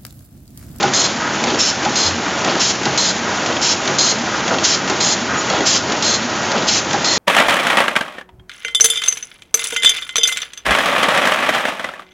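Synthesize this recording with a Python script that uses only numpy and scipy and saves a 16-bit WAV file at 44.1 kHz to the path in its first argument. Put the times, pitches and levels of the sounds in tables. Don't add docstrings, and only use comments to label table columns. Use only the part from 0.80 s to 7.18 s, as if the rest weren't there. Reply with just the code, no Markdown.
import sys
import numpy as np
from scipy import signal
from scipy.fft import rfft, irfft, next_fast_len
from scipy.io import wavfile

SR = 44100
rng = np.random.default_rng(int(sys.argv[2]) if len(sys.argv) > 2 else 0)


def wav_out(sig):
    wavfile.write(sys.argv[1], SR, np.round(np.clip(np.atleast_2d(sig).T, -1, 1) * 32767).astype(np.int16))


N = 281358
TIME = np.arange(N) / SR
CYCLE_S = 1.018

# time in seconds, then knock, crack, steel ring, whirr and rattle in dB.
PRESS_STROKES = [(.639, -4.5, 0, -4, -23, -26), (1.647, 0, -2, -7, -23, -25),
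                 (2.661, -6, -5.5, 1, -27, -39), (3.679, -0.5, -4.5, 0.5, -25, -37),
                 (4.7, -2.5, -2.5, 1, -23, -25), (5.717, -0.5, -3, -7.5, -23.5, -28.5)]
# time in seconds, then knock, blade ring and click in dB.
CUTTER_STROKES = [(0.029, -5.5, -6.5, -1), (1.05, -12.5, -10.5, -4.5), (2.0544, -11, -17, -1),
                  (3.076, -11, -34, -2), (4.0989, -14, -17, -2), (5.12, -19, -31, -2.5),
                  (6.131, -13.5, -12, -2.5)]
# start in seconds, then level, opening surge and whistle in dB.
CUTTER_BURSTS = [(.135, -13.5, 1.5, -5), (1.155, -15.5, 0, -5), (2.175, -14.5, 4.5, -3.5),
                 (3.1845, -14, 4.5, -3), (4.204, -15, 3.5, -5), (5.223, -15.5, 3, -2),
                 (6.244, -15.5, 2.5, -4.5)]
# feed motor level in dB, arm swing level in dB.
CYCLE_LEVELS = [(-24.5, -24), (-26, -29), (-27.5, -26.5), (-24, -25), (-22, -24), (-24, -35)]
# pitch in Hz, level in dB, T60 in seconds.
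STEEL_MODES = [(1640, -4.5, .03), (1954, -7.5, 0.083), (2680, 0, .02), (3280, 4, .025), (3480, -2, 0.019),
               (3850, -7, .015), (4330, -3.5, .03), (4660, -11.5, 0.035), (6590, -3.5, .03)]
FRAME_MODES = [(185.8, -9.5, .12), (236.6, -6.5, 0.091), (338, -9.5, 0.08), (365, -9.5, 0.075),
               (469, -11, 0.078), (552, -4, .06), (641, -5.5, 0.12), (770, -5.5, 0.044), (835, 1.5, 0.034),
               (990, -1.5, 0.045), (1094, -14.5, 0.075), (1378, 7.5, 0.011)]


def press(brake_after_s=.08):
    # delay in seconds, level in dB.
    knocks = [(0, -9), (.032, -2), (.066, -8.5), (.097, -10.5), (.138, -7)]
    # seconds from reaching rest speed, pitch in Hz, level in dB.
    braking = [(-.17, 1005, -42), (-.09, 900, -2.5), (-.05, 647.8, -1.5), (-.015, 403.3, -3.5),
               (0, 348, -1), (.035, 319.4, 3), (.09, 344, -19.5)]
    stroke_s, knock_db, _, _, drive_db, _ = np.transpose(PRESS_STROKES)
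    times, db = repeated(knocks, stroke_s, knock_db)
    out = body(blows(times, db - 10.5, fade_s=.016), FRAME_MODES)
    shake = rms_one(band(grains(per_s=900, spread_db=5.5), 400, 720))
    course_s, course_hz, course_db = np.transpose(braking)
    for rests_at, whirr_db in zip(stroke_s + brake_after_s, drive_db):
        hz = np.interp(TIME - rests_at, course_s, course_hz)
        load = from_db(whirr_db + np.interp(TIME - rests_at, course_s, course_db, left=-99, right=-99))
        whirr = tone(hz, wander_hz=.12 * hz) * (1 + .54 * drift(70))
        out += load * (from_db(-3) * whirr + from_db(-3.5) * shake)
    return band(out, 90, 5000)


def ram(fastest_after_s=.055):
    travel = sum(from_db(db) * swell(s + fastest_after_s, half_s=.049) for s, *_, db in PRESS_STROKES)
    rattle = rms_one(band(grains(per_s=1500, spread_db=1.5), 1500, 4500))
    ringing = body(travel * grains(per_s=330, spread_db=2.5), STEEL_MODES)
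    return travel * rattle + from_db(-4) * ringing


def cutter(blade_hz=814, knock_after_s=.005, build_s=.0061):
    # pitch in Hz, level in dB, T60 in seconds.
    block_modes = [(137.5, -7.5, .2), (230, -8.5, 0.091), (314, -6, 0.17), (370, -3, 0.18),
                   (616, -5, 0.049), (822, 2, 0.068), (970, -4, .04), (1445, 3.5, 0.028)]
    cut_s, knock_db, ring_db, _ = np.transpose(CUTTER_STROKES)
    times = cut_s + knock_after_s
    knock = band(body(blows(times, knock_db - 5.5, fade_s=.023), block_modes), 90, 5000)
    ringing = smooth(blows(times, ring_db, fade_s=.013), build_s)
    return knock + ringing * tone(blade_hz, wander_hz=27.9)


def cutter_valve():
    # frequency in Hz, level in dB.
    jet = [(900, -30), (1900, -11), (2500, -14.5), (3300, -2), (4600, -5), (5700, -2), (7000, -9.5),
           (7800, 6)]
    # centre in Hz, width in Hz, level in dB.
    port = [(4190, 260, 10.5), (3400, 220, -6), (5010, 330, 2.5), (5540, 150, -2.5), (6470, 500, 3.5),
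            (6950, 300, -0.5)]
    return exhaust(CUTTER_BURSTS, jet, port, open_s=.13, rise_s=.00077, fall_s=.014,
                   surge_at_s=.0027, surge_s=.0067, flutter_db=.7)


def press_valve():
    # start in seconds, then level, opening surge and whistle in dB.
    bursts = [(.784, -18, 7.5, 3), (1.793, -17, 5, -4.5), (2.811, -16, 2.5, -2), (3.831, -16.5, 8, -3),
              (4.852, -14, 4.5, -5), (5.868, -16, 5.5, -6)]
    # frequency in Hz, level in dB.
    jet = [(900, -17), (2200, -9), (2900, -1), (3600, -4.5), (4600, -0.5), (5800, 1.5), (7000, 0.5),
           (7800, -1.5)]
    # centre in Hz, width in Hz, level in dB.
    port = [(5420, 180, 9.5), (3223, 150, -0.5), (4090, 380, 0.5), (4980, 400, 0), (6270, 300, 1),
            (6900, 250, -2.5)]
    return exhaust(bursts, jet, port, open_s=.12, rise_s=.008, fall_s=.012,
                   surge_at_s=.021, surge_s=.0085, flutter_db=-.5)


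def exhaust(bursts, jet, port, open_s, rise_s, fall_s, surge_at_s, surge_s, flutter_db):
    whistle, *resonances = [from_db(db + 2 * drift(7.2)) * noise_band(hz, width)
                            for hz, width, db in port]
    rush = colour(rng.standard_normal(N), jet + [(9000, -40)]) + sum(resonances)
    out = np.zeros(N)
    for opens, level_db, surge_db, whistle_db in bursts:
        age = np.maximum(TIME - opens, 0)
        gate = (1 - np.exp(-age / rise_s)) * np.exp(-np.clip(age - open_s, 0, 1) / fall_s)
        flow = gate * from_db(level_db + surge_db / (1 + ((age - surge_at_s) / surge_s) ** 2))
        out += flow * (rush + from_db(whistle_db) * whistle)
    return out / np.std(rush + whistle) * from_db(flutter_db * drift(130))


def clicks():
    # seconds from the stroke or valve opening, crack in dB, steel ring in dB.
    gripper_then_blades = [(-.022, -5.5, -9.5), (0, 0.5, -13)]
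    press_stops = [(0, 0, -3), (.064, -7.5, -6.5), (.106, -7, 0)]
    valve_click = [(.001, -4.5, -18)]
    cut_s, _, _, cut_db = np.transpose(CUTTER_STROKES)
    stroke_s, _, stop_crack_db, stop_ring_db, _, _ = np.transpose(PRESS_STROKES)
    valve_s = np.transpose(CUTTER_BURSTS)[0]
    valve_db = np.zeros_like(valve_s)
    times, crack_db, ring_db = np.hstack([repeated(gripper_then_blades, cut_s, cut_db, cut_db),
                                          repeated(press_stops, stroke_s, stop_crack_db, stop_ring_db),
                                          repeated(valve_click, valve_s, valve_db, valve_db)])
    bright_noise = rms_one(band(rng.standard_normal(N), 1500, 6800))
    crack = blows(times, crack_db - 11.5, fade_s=.006) * bright_noise
    return crack + body(blows(times, ring_db - 11.5, fade_s=.0022), STEEL_MODES)


def transfer_arm(fastest_at_s=.468):
    # pitch in Hz, level in dB, T60 in seconds.
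    guide_modes = [(951, -3, .08), (1264, -0.5, 0.067), (1429, 0.5, .06), (1592, -1.5, 0.054),
                   (1893, -2.5, .05)]
    # centre and half length in seconds, pitch in Hz, level in dB.
    squeaks = [(1.54, 0.044, 5600, -40), (3.59, .04, 5600, -42), (4.592, 0.016, 6900, -23),
               (4.603, 0.038, 5640, -36), (6.303, 0.072, 1934, -29)]
    speed = sum(from_db(db) * swell(cycle * CYCLE_S + fastest_at_s, half_s=.06)
                for cycle, (_, db) in enumerate(CYCLE_LEVELS))
    scrape = from_db(-2.5) * speed * rms_one(band(grains(per_s=920, spread_db=1), 850, 2000))
    shaking = speed * from_db(-4.5) + from_db(-31.5)
    guides = body(shaking * grains(per_s=400, spread_db=2.5), guide_modes)
    squeaking = sum(from_db(db) * swell(s, half_s) * tone(hz, wander_hz=56.2)
                    for s, half_s, hz, db in squeaks)
    return scrape + guides + squeaking


def feed_motor(full_hz=240, full_at_s=.358, run_up_s=.085, start_speed=.78, hold_s=.028, stop_s=.026):
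    out = np.zeros(N)
    for cycle, (level_db, _) in enumerate(CYCLE_LEVELS):
        since_full = TIME - (cycle * CYCLE_S + full_at_s)
        speed = np.interp(since_full, [-run_up_s, 0], [start_speed, 1])
        load = np.interp(since_full, [-run_up_s * 1.3, 0, hold_s, hold_s + stop_s], [0, 1, 1, 0])
        turns = full_hz * np.cumsum(speed) / SR + rng.random()
        out += from_db(level_db) * load * np.sin(2 * np.pi * turns)
    return out * from_db(1.2 * drift(25))


def carriages():
    # seconds into the cycle, level in dB.
    rumble_levels = [(0, -20.5), (.04, -17.5), (.09, -20.5), (.27, -20.5), (.32, -23), (.5, -20.5),
                     (.58, -20.5), (.64, -19), (.85, -23.5), (.89, -20.5), (.94, -24)]
    rattle_levels = [(.01, -29), (.04, -27.5), (.08, -28), (.3, -28), (.38, -30), (.56, -28.5),
                     (.64, -28.5), (.74, -29), (.88, -25.5), (.97, -31)]
    # frequency in Hz, level in dB.
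    rumble_spectrum = [(100, -23), (190, 1.5), (330, 1.5), (450, -1.5), (650, -0.5), (850, -0.5),
                       (1100, -2.5), (1450, -5), (1900, -6), (2500, -9), (4000, -18.5), (7500, -34)]
    rattle_spectrum = [(800, -15), (1600, -1), (2300, -2.5), (3200, -1), (4200, -3.5), (5200, -3),
                       (6000, -2), (6800, -1.5), (7600, -12.5)]
    heavy = colour(grains(per_s=4000, spread_db=2), [(25, -58)] + rumble_spectrum + [(9000, -72.5)])
    frame = band(body(np.ones(N), FRAME_MODES), 110, 5000)
    heavy = rms_one(rms_one(heavy) + from_db(-8) * frame)
    contacts = grains(per_s=1800, spread_db=0) + from_db(2) * rng.standard_normal(N)
    light = rms_one(colour(contacts, [(60, -51)] + rattle_spectrum + [(9000, -57.5)]))
    rumble = from_db(every_cycle(rumble_levels) - 1.31) * heavy
    rattle = from_db(every_cycle(rattle_levels) + 3.5 + .8 * drift(26)) * light
    return rumble + rattle


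def workshop(drone_db=-33.5, low_hum_hz=88):
    # frequency in Hz, level in dB.
    drone_spectrum = [(20, -39.5), (32, -31.5), (48, -15.5), (66, -8.5), (92, -3), (112, 0.5), (135, 1),
                      (160, -3), (195, 1.5), (280, -7.5), (500, -11), (1500, -21), (7000, -38)]
    # centre in Hz, width in Hz, level in dB.
    machine_hums = [(132.7, 14, -47), (332.5, 16, -43.5)]
    drone = from_db(drone_db) * rms_one(colour(rng.standard_normal(N), drone_spectrum))
    hums = sum(from_db(db) * rms_one(noise_band(hz, width)) for hz, width, db in machine_hums)
    low_hum_db = np.interp(TIME, [1.17, 1.26, 1.33, 1.45], [-59.5, -28, -25.5, -48])
    return drone + hums + from_db(low_hum_db) * np.sin(2 * np.pi * low_hum_hz * TIME)


def room(x, t60_s=.42):
    age = np.arange(SR // 2) / SR
    tail = rng.standard_normal(len(age)) * from_db(-60 * age / t60_s) * (age > .004)
    return signal.fftconvolve(x, tail / np.sqrt(np.sum(tail ** 2)))[:N]


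def repeated(pattern, *strokes):
    return [np.add.outer(stroke, contact).ravel()
            for stroke, contact in zip(strokes, np.transpose(pattern))]


def blows(times, db, fade_s):
    starts = np.zeros(N)
    starts[np.clip(np.round(times * SR).astype(int), 0, N - 1)] = from_db(db)
    return signal.lfilter([1], [1, -np.exp(-1 / (fade_s * SR))], starts + 1e-18)


def grains(per_s, spread_db):
    sizes = from_db(spread_db * np.minimum(rng.exponential(1, N), 4)) * rng.choice([-1, 1], N)
    return rms_one(sizes * (rng.random(N) < per_s / SR))


def body(force, modes):
    out = sum(from_db(db) * ring(force * rng.standard_normal(N), hz, t60) for hz, db, t60 in modes)
    return rms_one(out) * np.sqrt(np.mean(force ** 2))


def ring(x, hz, t60):
    r, w = from_db(-60 / (t60 * SR)), 2 * np.pi * hz / SR
    return signal.lfilter([0, np.sin(w)], [1, -2 * r * np.cos(w), r * r], x + 1e-18)


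def tone(hz, wander_hz):
    turns = np.cumsum(hz + wander_hz * drift(59.74)) / SR + rng.random()
    return np.sqrt(2) * np.sin(2 * np.pi * turns)


def swell(at_s, half_s):
    return np.exp(-np.minimum(((TIME - at_s) / half_s) ** 2, 50))


def every_cycle(rows):
    return np.interp(TIME, *np.transpose(rows), period=CYCLE_S)


def drift(rate_hz):
    r = np.exp(-80 * np.pi * rate_hz / SR)
    slow = signal.lfilter([1], [1, -2 * r, r * r], rng.standard_normal(N // 40 + 2002))[2000:]
    return np.interp(np.arange(N) / 40, np.arange(len(slow)), rms_one(slow))


def smooth(x, lag_s):
    pole = np.exp(-1 / (lag_s * SR))
    return signal.lfilter([1 - pole], [1, -pole], x)


def colour(x, spectrum):
    size = next_fast_len(N)
    hz, db = np.transpose(spectrum)
    bins = np.maximum(np.fft.rfftfreq(size, 1 / SR), 1)
    return irfft(rfft(x, size) * from_db(np.interp(np.log(bins), np.log(hz), db)), size)[:N]


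def noise_band(hz, width_hz):
    return band(rng.standard_normal(N), hz - width_hz / 2, hz + width_hz / 2)


def band(x, low_hz, high_hz):
    return signal.sosfilt(signal.butter(2, [low_hz, high_hz], "band", fs=SR, output="sos"), x + 1e-18)


def from_db(db):
    return 10 ** (np.asarray(db) / 20)


def rms_one(x):
    return x / np.sqrt(np.mean(x ** 2) + 1e-20)


def scene():
    air = cutter_valve() + press_valve()
    near = from_db(.5) * air + clicks() + press() + ram() + cutter() + transfer_arm()
    mono = near + from_db(-15) * room(near) + feed_motor() + carriages() + workshop()
    return np.array([mono, mono])


def record(dry):
    threshold_db, ceiling, cutoff_hz = -14, .92, 7300
    level_db = 10 * np.log10(smooth(dry[0] ** 2, lag_s=.098) + 1e-9)
    held = dry * from_db(-.33 * np.maximum(level_db - threshold_db, 0))
    rounded = held / (1 + (held / ceiling) ** 4) ** .25
    return signal.sosfiltfilt(signal.ellip(7, .1, 45, cutoff_hz, fs=SR, output="sos"), rounded)


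dry = scene()
out = record(dry)
wav_out(out)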